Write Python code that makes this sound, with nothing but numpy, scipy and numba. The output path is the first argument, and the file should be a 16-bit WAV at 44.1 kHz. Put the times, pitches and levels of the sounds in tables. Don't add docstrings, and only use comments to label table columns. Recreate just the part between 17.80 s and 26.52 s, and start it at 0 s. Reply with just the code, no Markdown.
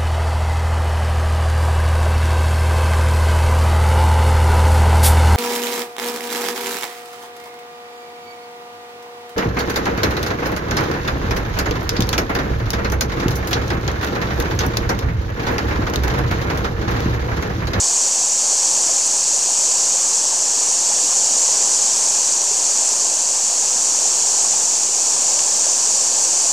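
import sys
import numpy as np
from scipy import signal
from scipy.fft import rfft, irfft
from scipy.io import wavfile
from scipy.ndimage import uniform_filter1d
from numba import njit

SR = 44100
rng = np.random.default_rng(int(sys.argv[2]) if len(sys.argv) > 2 else 0)


def bounce(signal):
    frames = np.transpose(np.atleast_2d(signal))
    limited = np.clip(frames, -1, 1)
    pcm = np.round(limited * 32767).astype(np.int16)
    wavfile.write(sys.argv[1], SR, pcm)


N = 384552

# t/s, swell/dB
CURRENT_SWELL = [(0.0, 0.4), (0.52, -0.8), (0.76, 0.3), (1.16, 0.1), (1.28, -0.5), (2.04, 0.3), (2.6, -0.9),
                 (3.18, 0.5), (4.22, 0.7), (4.64, -0.7), (4.96, 0.3), (5.38, -0.9), (6.58, 0.5),
                 (7.12, -0.8), (7.3, 0.2), (8.7, 0.4)]
# f/Hz, gain/dB
WATER_SPECTRUM = [(20, -43.6), (50, -38.5), (100, -35), (250, -26.5), (400, -23.5), (520, -20), (720, -20),
                  (900, -18), (1100, -22.5), (1370, -30), (1680, -27.5), (2000, -33)]
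# f/Hz, gain/dB
MIC_RESPONSE = [(2000, 0), (2550, 6.5), (3800, 5.5), (4550, 16.2), (5050, 15), (5750, 23.5), (6400, 25),
                (7000, 27.5), (7800, 24), (9500, 8.5), (11200, -4.5), (14800, -12.5), (15600, -20.7)]
# t/s, f/Hz, level/dB
NEAR_PLOPS = [(.975, 573, -21), (1.092, 643, -21), (1.688, 700, -21), (3.118, 860, -18), (4.710, 395, -24),
              (5.250, 680, -20), (6.647, 810, -21), (6.736, 810, -19), (7.677, 800, -19), (7.865, 593, -18),
              (8.655, 640, -22)]


def undb(db):
    return 10 ** (np.asarray(db) / 20)


def colour(x, points):
    hz, db = np.transpose(points)
    bins_hz = np.maximum(np.fft.rfftfreq(N, 1 / SR), 1)
    gain = undb(np.interp(np.log(bins_hz), np.log(hz), db))
    return irfft(rfft(x) * gain, N)


def wander(rate_hz):
    hold = max(int(SR / rate_hz), 1)
    steps = np.repeat(rng.standard_normal(N // hold + 2), hold)
    smooth = uniform_filter1d(uniform_filter1d(steps, hold), hold)[:N]
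    return smooth / smooth.std()


def rush(flicker_db, flicker_hz):
    spectrum = rfft(rng.standard_normal(N))
    octave = np.log2(np.clip(np.fft.rfftfreq(N, 1 / SR), 125, 8000) / 125)
    out = np.zeros(N)
    for k in range(int(octave.max()) + 1):
        band = irfft(spectrum * np.maximum(1 - abs(octave - k), 0), N)
        out += band * undb(flicker_db * wander(flicker_hz))
    return out


@njit
def ring_bubbles(start_s, hz, gain, cycles, rise):
    out = np.zeros(N)
    for b in range(len(start_s)):
        first, length = int(start_s[b] * SR), int(cycles[b] * SR / hz[b])
        phase = 0.
        for i in range(max(0, min(length, N - first))):
            age = i / length
            phase += 2 * np.pi * hz[b] * (1 + rise * age) / SR
            envelope = (1 - np.exp(-phase / 4)) * np.exp(-5.76 * age)
            out[first + i] += gain[b] * envelope * np.sin(phase)
    return out


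def bubble_swarm(count, low_hz, high_hz, cycles, scatter_db, rise):
    when, pitch, strength, life = rng.random((count, 4)).T
    hz = low_hz + (high_hz - low_hz) * pitch
    level_db = -scatter_db * np.log(1 - .995 * strength)
    gain = np.sqrt(hz) * undb(level_db)
    swarm = ring_bubbles(when * N / SR, hz, gain, cycles * (.5 + life), rise)
    return swarm / swarm.std() * np.sqrt((high_hz - low_hz) / (SR / 2))


def stream():
    gurgle = bubble_swarm(count=3600, low_hz=226, high_hz=1306, cycles=19, scatter_db=2.3, rise=.22)
    fizz = bubble_swarm(count=50000, low_hz=1304, high_hz=14000, cycles=20.4, scatter_db=1.05, rise=.087)
    water = undb(-1.28) * rush(flicker_db=.17, flicker_hz=18) + undb(-5) * gurgle + undb(-5.5) * fizz
    lows = signal.sosfiltfilt(signal.butter(2, 1400, fs=SR, output="sos"), water)
    swell_db = np.interp(np.arange(N) / SR, *np.transpose(CURRENT_SWELL))
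    eddy_db = .35 * wander(rate_hz=3.88)
    churn = lows * undb(1.2 * swell_db + eddy_db)
    spray = (water - lows) * undb(swell_db)
    return colour(churn + spray, WATER_SPECTRUM)


def plops(cycles, rise):
    start_s, hz, level_db = np.array(NEAR_PLOPS, float).T.copy()
    return ring_bubbles(start_s, hz, undb(level_db), np.full(len(hz), cycles), rise)


def tick(start_s, gain_db, decay_s):
    age_s = np.arange(N) / SR - start_s
    burst = rng.standard_normal(N) * (age_s >= 0) * np.exp(-abs(age_s) / decay_s)
    bandpass = signal.butter(2, [900, 2700], "bandpass", fs=SR, output="sos")
    return undb(gain_db) * signal.sosfilt(bandpass, burst)


def scene():
    mono = stream() + plops(cycles=21.5, rise=.2) + tick(start_s=7.592, gain_db=-16, decay_s=.003)
    return np.tile(mono, (2, 1))


def camera_whine(hz, rms_db, flutter_hz, depth):
    t_s = np.arange(N) / SR
    flutter = 1 + depth * np.sin(2 * np.pi * flutter_hz * t_s)
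    return np.sqrt(2) * undb(rms_db) * np.sin(2 * np.pi * hz * t_s) * flutter


def record(dry):
    cutoff_hz, dc_offset = 15500, -.0065
    whine = camera_whine(hz=14947, rms_db=-54, flutter_hz=57, depth=.17)
    lowpass = signal.ellip(10, .1, 80, cutoff_hz, fs=SR, output="sos")
    return signal.sosfilt(lowpass, colour(dry, MIC_RESPONSE) + whine) + dc_offset


dry = scene()
out = record(dry)
bounce(out)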